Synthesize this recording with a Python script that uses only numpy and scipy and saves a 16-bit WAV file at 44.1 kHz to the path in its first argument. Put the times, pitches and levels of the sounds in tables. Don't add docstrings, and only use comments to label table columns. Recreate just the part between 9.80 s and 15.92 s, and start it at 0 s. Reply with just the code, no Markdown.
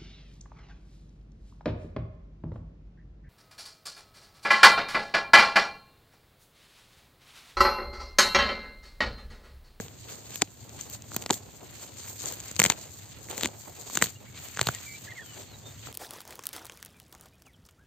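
import sys
import numpy as np
from scipy import signal
from scipy.fft import rfft, irfft
from scipy.io import wavfile
from scipy.ndimage import uniform_filter1d

SR = 44100
rng = np.random.default_rng(int(sys.argv[2]) if len(sys.argv) > 2 else 0)


def int16_out(signal):
    q = np.round(np.clip(np.atleast_2d(signal).T, -1, 1) * 32767)
    wavfile.write(sys.argv[1], SR, q.astype(np.int16))


def volts(x):
    e = np.asarray(x, float) / 20
    return 10 ** e


N = 269892


def rms_one(x):
    return x / np.sqrt(np.mean(x ** 2) + 1e-20)


def peak_one(x):
    return x / (np.max(np.abs(x)) + 1e-12)


def in_time(rows):
    s, *columns = np.transpose(rows)
    return [np.interp(np.arange(N) / SR, s, c) for c in columns]


def band(x, low_hz, high_hz):
    edges_hz = [low_hz, min(high_hz, 0.45 * SR)]
    return signal.sosfilt(signal.butter(2, edges_hz, "band", fs=SR, output="sos"), x)


def colour(x, points):
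    hz, db = np.transpose(points)
    axis = np.log(np.fft.rfftfreq(N, 1 / SR) + 1)
    return irfft(rfft(x) * volts(np.interp(axis, np.log(hz), db)), N)


def drift(rate_hz):
    r = np.exp(-80 * np.pi * rate_hz / SR)
    slow = signal.lfilter([1], [1, -2 * r, r * r], rng.standard_normal(N // 40 + 2002))[2000:]
    return np.interp(np.arange(N) / 40, np.arange(len(slow)), rms_one(slow))


def decay(t60_s, after_s, swell_s=np.inf, before_s=0):
    return volts(-60 * (after_s / t60_s + before_s / swell_s))


def panned(x, left_right_db):
    return x * volts(left_right_db / 2 * np.array([[1], [-1]]))


# start_s, right_late_samples, rub_db (re leaves), soil_hz,
# sheen_db
LISTENING = [
    (0, 2.9, -3, 168, 2),
    (1.4, 1.23, -7.5, 213, -0.5),
    (2.8, 2.3, -3.5, 173, 0),
    (4.1, 0.76, -5.5, 209, 0.5),
    (4.4, 1.22, 1.5, 121, 3),
    (6.12, 0.79, -1.5, 119, -1),
]


def two_ports(left, right):
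    late_samples = in_time(LISTENING)[0]
    return np.array([left, np.interp(np.arange(N) - late_samples, np.arange(N), right)])


# start_s, peak_db, left_right_db, ring_hz, crack_db (re peak)
STEMS = [(0.558, -22.5, 1, 3400, -3), (0.6202, -4.5, 3.5, 2380, -2), (1.3459, -31, 2, 1340, -5),
         (1.4621, -13, 5, 5200, -12), (2.7646, -26, 12, 2600, 4), (2.8, -4, 4, 2310, 1),
         (2.8182, -5.5, 8, 2150, -14), (2.8395, -13, 1, 1960, 3), (2.852, -7, 9, 2100, -9),
         (2.9004, -2.5, 8, 4000, -6.5), (2.9222, -17, 1, 2600, -8), (3.6105, -25, 4, 1850, 4.5),
         (3.634, -9, 7, 3840, -15), (3.646, -13.5, 14, 3700, -14), (4.158, -19, 0, 4500, -3),
         (4.1734, -11, 6, 1650, -0.5), (4.224, -1, 8, 1910, -4.5), (4.2412, -13.5, 2, 4230, -4),
         (4.7729, -19, -2, 1660, -7), (4.7933, -12.5, 0, 1480, -10), (4.8135, -4, -2, 4250, -4.5),
         (4.8708, -7, -2, 4020, -10.5)]
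# start_s, peak_db, left_right_db, ring_hz, crack_db (re peak)
ROOTS = [(0.0009, -24, 8, 1660, -12), (0.6144, -28, 10, 1850, -4), (1.318, -30, 2, 1300, -20),
         (1.3648, -12, -0.5, 7600, -9), (1.4238, -32.5, -1, 3080, 6.5), (1.4946, -23, 2, 2067, -7),
         (1.503, -11.5, 4, 1000, -20), (1.5071, -4.5, 4, 3670, -4.5), (1.5331, -29, 2, 1851, 9),
         (2.7941, -7.5, 2, 2870, 2), (2.8357, -34, 14, 1937, 10), (2.8622, -9.5, 8, 3320, -1),
         (2.9037, -13.5, 6, 2110, -3), (3.5795, -23, 7, 2220, -1), (3.658, -11.5, 1, 2142, -4),
         (4.0998, -30.5, -4, 1060, 1), (4.1538, -21.5, 8, 2454, 3.5), (4.215, -18, -1, 2040, -5),
         (4.2697, -24, 1, 3800, -4), (4.829, -29, 3, 1571, 0), (4.8889, -15, -5, 1500, -9),
         (6.072, -28.5, -2, 1310, -11)]
# start_s, peak_db, ring_hz, crack_db (re peak)
ROOTLETS = [(0.063, -37, 450, -6), (0.5068, -36, 4460, 4), (0.6752, -40, 2800, -6), (0.8942, -39, 4670, 5),
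            (0.992, -36, 3617, -26), (1.0993, -52.5, 4170, 23.5), (1.222, -43, 4430, 11),
            (1.3996, -53, 839, 5), (1.439, -31, 4478, -10), (1.5275, -24, 7300, 0), (1.556, -41, 4600, -5),
            (1.8318, -37.5, 850, -15), (2.4087, -30, 7300, -8), (2.44, -26, 6900, -6),
            (2.458, -29, 3900, 7.5), (2.6025, -35, 3294, 8), (2.682, -37, 3400, 11), (2.714, -27, 7300, 2),
            (2.829, -28, 4440, 9), (3.487, -33.5, 2002, -6), (4.026, -47, 4349, 0),
            (4.2592, -27.5, 1900, 4), (4.6861, -39, 1870, 8.5), (4.949, -37, 1937, 13.5)]
# start_s, peak_db, crack_db (re peak)
TICKS = [(0.083, -32, -6), (0.3, -52, 16), (0.5762, -38, -4), (1.011, -31.5, 7), (1.138, -52, -7),
         (2.42, -40, 14), (2.469, -41, -4), (2.4762, -36, 6), (2.4837, -37, 12), (2.502, -37, 5),
         (2.524, -34, 5), (2.57, -54, 5), (2.5773, -50, -1), (2.7495, -46, 8), (2.758, -44, 14),
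         (2.7685, -42, 11), (3.5017, -36, 2), (3.512, -33, 9), (3.5972, -33, 6), (3.6278, -34, 11),
         (3.6497, -18, -21), (3.653, -21.5, -2), (3.6733, -36, 9), (4.1893, -29, 1), (4.7658, -33, -12),
         (4.7885, -28, -12), (4.867, -39, 9), (4.887, -20.5, -7), (3.6298, -31, -8), (3.584, -34, 0),
         (4.8162, -33, 3), (4.9256, -37, -2), (0.6228, -19, -14), (2.8609, -15.5, 4), (2.8401, -13.5, 8),
         (2.9115, -36, 4), (2.92, -23, -3), (4.172, -16, -11), (4.2224, -19, 1), (5.533, -47, -12),
         (5.994, -42, -2), (1.058, -47, -6), (1.242, -39, -13), (1.5415, -35, 13), (1.55, -53, 3),
         (1.4215, -36, 0), (1.3425, -48, 14), (1.3686, -47, 11), (3.612, -40, 10), (3.6875, -37, -6),
         (3.5875, -33, -8), (4.878, -36, -8), (4.846, -40, -7), (2.8855, -42, 8), (2.8945, -40, 10),
         (2.461, -38, 8), (2.2, -39, 6), (1.5255, -41, 12), (1.5575, -41, 8), (1.5515, -42, 10),
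         (0.5402, -45, 10)]


def breaks():
    stem_thud_db, root_thud_db, rootlet_thud_db, tick_thud_db = -16.5, -11, -10, -14
    rootlet_pan_db, tick_pan_db, tick_ring_hz = 4, 5.5, 3270
    return ([(s, db, pan, hz, stem_thud_db, crack) for s, db, pan, hz, crack in STEMS]
            + [(s, db, pan, hz, root_thud_db, crack) for s, db, pan, hz, crack in ROOTS]
            + [(s, db, rootlet_pan_db, hz, rootlet_thud_db, crack) for s, db, hz, crack in ROOTLETS]
            + [(s, db, tick_pan_db, tick_ring_hz, tick_thud_db, crack) for s, db, crack in TICKS])


def snaps():
    ring_cycles, swell_cycles = 9.5, 3.1
    fibre_sheen_db = -4.5
    body_pan_db, body_follows = 0.3, 0.17
    lead, soil_hz = 256, in_time(LISTENING)[2]
    t = (np.arange(2560) - lead) / SR
    after, before = np.maximum(t, 0), np.maximum(-t, 0)
    out = np.zeros((2, N + len(t)))
    for s, peak_db, pan_db, ring_hz, thud_db, crack_db in breaks():
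        at = round(s * SR)
        noise, chance = rng.standard_normal((4, len(t))), rng.random(2)

        ring = -np.cos(2 * np.pi * ring_hz * t)
        ring *= decay(ring_cycles / ring_hz, after, swell_cycles / ring_hz, before)
        splinters = band(noise[0] * decay(0.02, after, 0.0065, before), 420, 6500)
        spike = np.exp(-((t - 0.0003) / 0.00025) ** 2) / 5 - np.exp(-(t / 0.00005) ** 2)
        stem = peak_one(ring + 0.9 * spike + 0.3 * peak_one(splinters))

        burst = decay(0.0031, after, 0.0014, before)
        tearing = burst + 0.12 * decay(0.022, after, 0.025, before)
        fibres = (noise[1] + 0.9 * noise[2:]) * tearing - 4.6 * (t == 0)
        sheen = volts(fibre_sheen_db) * band(fibres, 3260, 17800)
        crack = volts(crack_db + 5.0) * peak_one(band(fibres, 5400, 9250) + sheen)

        clod_hz = soil_hz[at] * (0.99 + 0.3 * chance[0])
        clod = np.sin(2 * np.pi * clod_hz * after) * decay(0.021, after)
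        knock = np.sin(2 * np.pi * (300 + 200 * chance[1]) * after) * decay(0.029, after)
        crumbs = noise[0] * decay(0.034, after) * (t > 0)
        thud = volts(thud_db - 5.0) * peak_one(band(clod + 0.32 * knock + 0.5 * crumbs, 90, 1570))

        body = panned(stem + thud, body_pan_db + body_follows * pan_db)
        out[:, at:at + len(t)] += volts(peak_db) * (body + panned(crack, pan_db))
    return two_ports(*out[:, lead:lead + N])


# start_s, peak_db, pitch_hz, t60_s
CLODS = [(0.00042, -26.5, 445, 0.0264), (0.00054, -28.5, 205, 0.031), (0.6222, -23.5, 794, 0.022),
         (0.6225, -23.5, 300, 0.034), (1.5074, -17, 820, 0.014), (1.5082, -21, 384, 0.045),
         (1.5092, -26, 253, 0.048), (4.8876, -15, 1410, 0.0095), (4.8881, -20.5, 700, 0.016),
         (4.8891, -26, 137, 0.065), (4.8146, -26, 130, 0.071), (4.8716, -27, 138, 0.063),
         (2.8612, -9, 2250, 0.007), (2.8189, -17, 2000, 0.007), (3.6465, -27, 327, 0.034),
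         (4.1742, -27.5, 347, 0.027), (2.9006, -15, 860, 0.0082)]


def clods():
    t, out = np.arange(4096) / SR, np.zeros((2, N))
    for s, db, hz, t60_s in CLODS:
        phase = 2 * np.pi * hz * t + np.array([[0], [0.8]])
        soft_start = np.minimum(t / 0.00092, 1)
        out[:, round(s * SR):][:, :len(t)] += volts(db - 60 * t / t60_s) * soft_start * np.sin(phase)
    return out


# strongest_s, leaf_db, swell_s, fade_s, soil_db (re leaves)
BRUSHES = [(0.299, -46, 0.083, 0.12, -0.5), (1.004, -42, 0.058, 0.064, -6),
           (1.146, -42.5, 0.062, 0.023, -5.5), (2.045, -45.5, 0.3, 0.049, -1.5),
           (2.291, -43.5, 0.24, 0.099, -4.5), (2.474, -37.5, 0.067, 0.099, -3.5),
           (2.65, -44, 0.16, 0.18, -18), (0.86, -54, 0.13, 0.27, 2.5), (3.22, -51.5, 0.22, 0.54, -6),
           (1.65, -60.5, 0.13, 0.19, 8.5), (3.879, -49, 0.17, 0.055, 1), (4.081, -51, 0.17, 0.084, -2),
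           (4.6, -48.5, 0.082, 0.75, -4.5), (5.27, -52.5, 0.099, 0.057, 0), (5.601, -47, 0.21, 0.11, -2),
           (5.869, -48, 0.029, 0.05, -1.5), (6.064, -44.5, 0.047, 0.068, -3)]
# strongest_s, leaf_db, swell_s, fade_s, soil_db (re leaves)
TUGS = [(0.001, -45, .1, 0.064, 1.5), (0.55, -42.5, 0.11, 0.057, -3.5), (1.35, -47.5, 0.063, 0.036, -1),
        (1.427, -41.5, 0.031, 0.009, 2), (1.53, -32.5, 0.018, 0.035, -7.5), (2.85, -31, 0.0073, 0.022, -5),
        (2.911, -34, 0.047, 0.034, -2.5), (2.96, -45, 0.038, 0.15, -7.5), (3.5, -38.5, 0.0085, 0.036, 0),
        (3.63, -41, 0.11, 0.07, -1), (4.25, -39, 0.23, 0.037, -4.5), (4.83, -44.5, 0.031, 0.21, -5)]


def handling_db(rest_db, soil_share):
    s, db, swell_s, fade_s, soil_db = np.transpose(list(BRUSHES) + list(TUGS))[:, :, None]
    t = np.arange(0, N + 64, 64) / SR
    away = np.maximum((s - t) / swell_s, (t - s) / fade_s)
    span_db = 10
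    power = np.sum(volts(db + soil_share * soil_db - span_db * away) ** 2, axis=0) + volts(rest_db) ** 2
    return np.interp(np.arange(N) / SR, t, 10 * np.log10(power))


def grains(per_s, spread_db, clump_db):
    size_db, sign = spread_db * rng.exponential(1, N), rng.choice([-1, 1], N)
    touched = rng.random(N) < per_s / SR
    loudest_db = 23
    return rms_one(sign * touched * volts(np.minimum(size_db + clump_db * drift(38), loudest_db)))


def rustle(contacts, level_db, low_hz, high_hz, scattered_db):
    scattered = np.array([grains(6000, 3, 2.5), grains(6000, 3, 2.5)])
    scattered *= volts(scattered_db + 2.0 * drift(13))
    both = two_ports(contacts, contacts) + scattered
    middle_hz, patch_db = np.sqrt(low_hz * high_hz), 2.2
    dull = volts(patch_db * drift(11)) * band(both, low_hz, middle_hz)
    bright = volts(patch_db * drift(11)) * band(both, middle_hz, high_hz)
    return volts(level_db) * rms_one(dull - bright)


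def handling():
    _, rub_db, _, sheen_db = in_time(LISTENING)
    brushing = grains(1200, 11.9, 17.3)
    crumbling = grains(900, 3.3, 4.0) + 0.5 * brushing
    leaves = rustle(brushing, handling_db(-59, 0) + sheen_db + 2.5, 4120, 16900, 5.4)
    stems = rustle(brushing, handling_db(-60.5, 0.14) + rub_db - 3.0, 996, 5630, 0.98)
    soil = rustle(crumbling, handling_db(-55, 1.0) - 5.0, 120, 930, 5.2)
    return leaves + stems + soil


# freq_hz, density_db (per Hz)
WIND = [(25, -35), (45, -13), (70, -1.5), (108, 5.5), (150, -5), (260, -9.5), (500, -26.5)]
# start_s, level_db
BREEZE = [(0.0, -51.5), (0.44, -54), (1.43, -51.5), (1.81, -55.5), (2.78, -52), (3.03, -54), (3.99, -54.5),
          (4.21, -53), (5.52, -54), (6.12, -51)]


def wind():
    shared, *own = rng.standard_normal((3, N))
    level_db = in_time(BREEZE)[0] + 1.0 + 1.6 * drift(28)
    return volts(level_db) * rms_one(colour(shared + 0.59 * np.array(own), WIND))


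# start_s, peak_db
GLINTS = [(0.5576, -24), (0.6204, -41), (1.099, -32), (1.345, -30), (1.365, -17), (1.5071, -34),
          (1.533, -34), (2.524, -28), (2.794, -22), (2.799, -10.5), (2.8185, -18), (2.83, -32),
          (2.861, -36), (2.9, -30), (3.634, -24.5), (4.158, -31), (4.1735, -30), (4.222, -23), (4.242, -22),
          (4.814, -40), (4.87, -24), (3.5793, -28), (3.6103, -35), (3.6578, -33), (4.83, -31),
          (4.8885, -25)]


def glints():
    t, out = np.arange(-256, 512) / SR, np.zeros((2, N))
    shape = volts(-60 * np.maximum(t / 0.0061, -t / 0.0056))
    for s, db in GLINTS:
        noise = rng.standard_normal((3, len(t)))
        puff = peak_one(band((noise[0] + noise[1:]) * shape, 12850, 16300))
        out[:, round(s * SR) - 256:][:, :len(t)] += volts(db + 6.0) * puff
    return out


def glides(rows, bend, taper):
    out = np.zeros(N)
    for s, length_s, first_hz, last_hz, db in rows:
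        u = np.linspace(0, 1, round(length_s * SR))
        hz = (first_hz + (last_hz - first_hz) * u) * (1 + bend * np.sin(np.pi * u))
        tone = signal.windows.tukey(len(u), taper) * np.sin(2 * np.pi * np.cumsum(hz) / SR)
        out[round(s * SR):][:len(u)] += volts(db) * tone
    return out


# time_s, pitch_hz, level_db
PHRASES = [
    [(5.266, 2130, -64), (5.274, 1840, -53), (5.279, 1690, -46), (5.286, 1700, -45), (5.291, 2094, -50),
     (5.306, 2090, -48), (5.316, 2100, -53), (5.323, 1850, -41), (5.333, 2110, -64)],
    [(5.056, 2350, -62), (5.066, 2337, -51.5), (5.09, 2290, -48), (5.13, 2286, -53), (5.155, 2330, -45),
     (5.166, 2380, -62)],
    [(5.35, 2210, -56), (5.358, 2205, -53), (5.37, 2160, -51), (5.384, 1988, -43), (5.397, 1760, -45),
     (5.406, 1925, -48), (5.42, 1754, -52), (5.436, 1430, -57), (5.447, 1380, -64)],
    [(5.676, 4250, -74), (5.684, 4330, -57), (5.702, 4350, -62), (5.722, 4160, -60), (5.748, 3840, -59),
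     (5.77, 3830, -74)],
    [(5.822, 3350, -69), (5.846, 3620, -64), (5.866, 3650, -51), (5.885, 3640, -60), (5.902, 3600, -68),
     (5.922, 3740, -60), (5.932, 3600, -72)],
    [(5.975, 3120, -74), (5.996, 3240, -61), (6.008, 3500, -65), (6.018, 3720, -59), (6.032, 3650, -72)],
    [(4.455, 1960, -67), (4.465, 1800, -60), (4.472, 2200, -64), (4.485, 2280, -59), (4.494, 2200, -65),
     (4.502, 1900, -70)],
    [(4.522, 2260, -68), (4.545, 2210, -61), (4.56, 2110, -63), (4.572, 1980, -75), (4.585, 1860, -58),
     (4.6, 1600, -68), (4.61, 1300, -70)],
]


def phrases():
    out = np.zeros(N)
    for rows in PHRASES:
        s, hz, db = np.transpose(sorted(map(tuple, rows)))
        at = np.arange(round(s[0] * SR), round(s[-1] * SR))
        hz, db = (uniform_filter1d(np.interp(at / SR, s, c), size=150, mode="nearest") for c in (hz, db))
        tone = signal.windows.tukey(len(at), 0.1) * np.sin(2 * np.pi * np.cumsum(hz) / SR)
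        out[at] += np.sqrt(2) * volts(db) * tone
    return out


# start_s, length_s, first_hz, last_hz, level_db
WHISTLES = [
    (4.935, 0.038, 1930, 1920, -54),
    (4.93, 0.04, 2300, 1950, -58),
    (5.075, 0.071, 2130, 2100, -59),
    (5.395, 0.16, 3480, 2830, -62),
    (5.55, 0.055, 3300, 3700, -69),
    (5.135, 0.04, 4150, 3780, -67),
]
# start_s, length_s, first_hz, last_hz, level_db
ARCHES = [
    (4.35, 0.025, 2690, 2780, -57),
    (5.1, 0.04, 4250, 4160, -59),
]


def birds():
    out = volts(4.5) * (glides(WHISTLES, -0.018, 0.23) + glides(ARCHES, 0.037, 0.87))
    out *= volts(2 * drift(80) - 0.5)
    out += phrases() * volts(2.5 * drift(90) - 1.0)
    echo = volts(-12) * np.array([np.roll(out, 620), np.roll(out, 910)])
    return out * volts([[-1.2], [1.2]]) + echo


def scene():
    return snaps() + clods() + handling() + wind() + glints() + birds()


# freq_hz, gain_db
PORTS = [(4650, 2), (4800, -3.5), (6050, -4), (6250, 3), (7650, 5), (7800, -2.5), (8450, -1), (8700, -7.5),
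         (11400, -16.5), (11650, -5.5), (13500, -3.5), (14300, -3.5), (15300, -1.5), (15700, -20),
         (16400, -26)]


def microphone(x):
    return signal.sosfilt(signal.butter(4, 52, "high", fs=SR, output="sos"), colour(x, PORTS))


# low_hz, high_hz, muted_percent
MUTED = [(4750, 5600, 12), (8700, 9400, 68), (9400, 11450, 88)]


def suppress(x):
    hz, _, cells = signal.stft(x, SR, "cosine", 2048)
    power = uniform_filter1d(np.abs(cells) ** 2, size=17, axis=1).sum(axis=0)
    level_db = uniform_filter1d(10 * np.log10(power + 1e-20), size=2, axis=1)
    level_db -= np.median(level_db, axis=1, keepdims=True)
    for low_hz, high_hz, percent in MUTED:
        zone = (hz > low_hz) & (hz < high_hz)
        standing_db = level_db[zone] - level_db[zone].mean(axis=0)
        cells[:, zone] *= standing_db > np.percentile(standing_db, percent)
    return signal.istft(cells, SR, "cosine", 2048)[1][:, :N]


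def low_pass(x):
    return signal.sosfilt(signal.butter(12, 16520, fs=SR, output="sos"), x)


def record(dry):
    heard = np.clip(suppress(microphone(dry)), -1, 1)
    heard = signal.sosfilt(signal.cheby2(12, 70, 16800, fs=SR, output="sos"), heard)
    return low_pass(heard)


dry = scene()
out = record(dry)
int16_out(out)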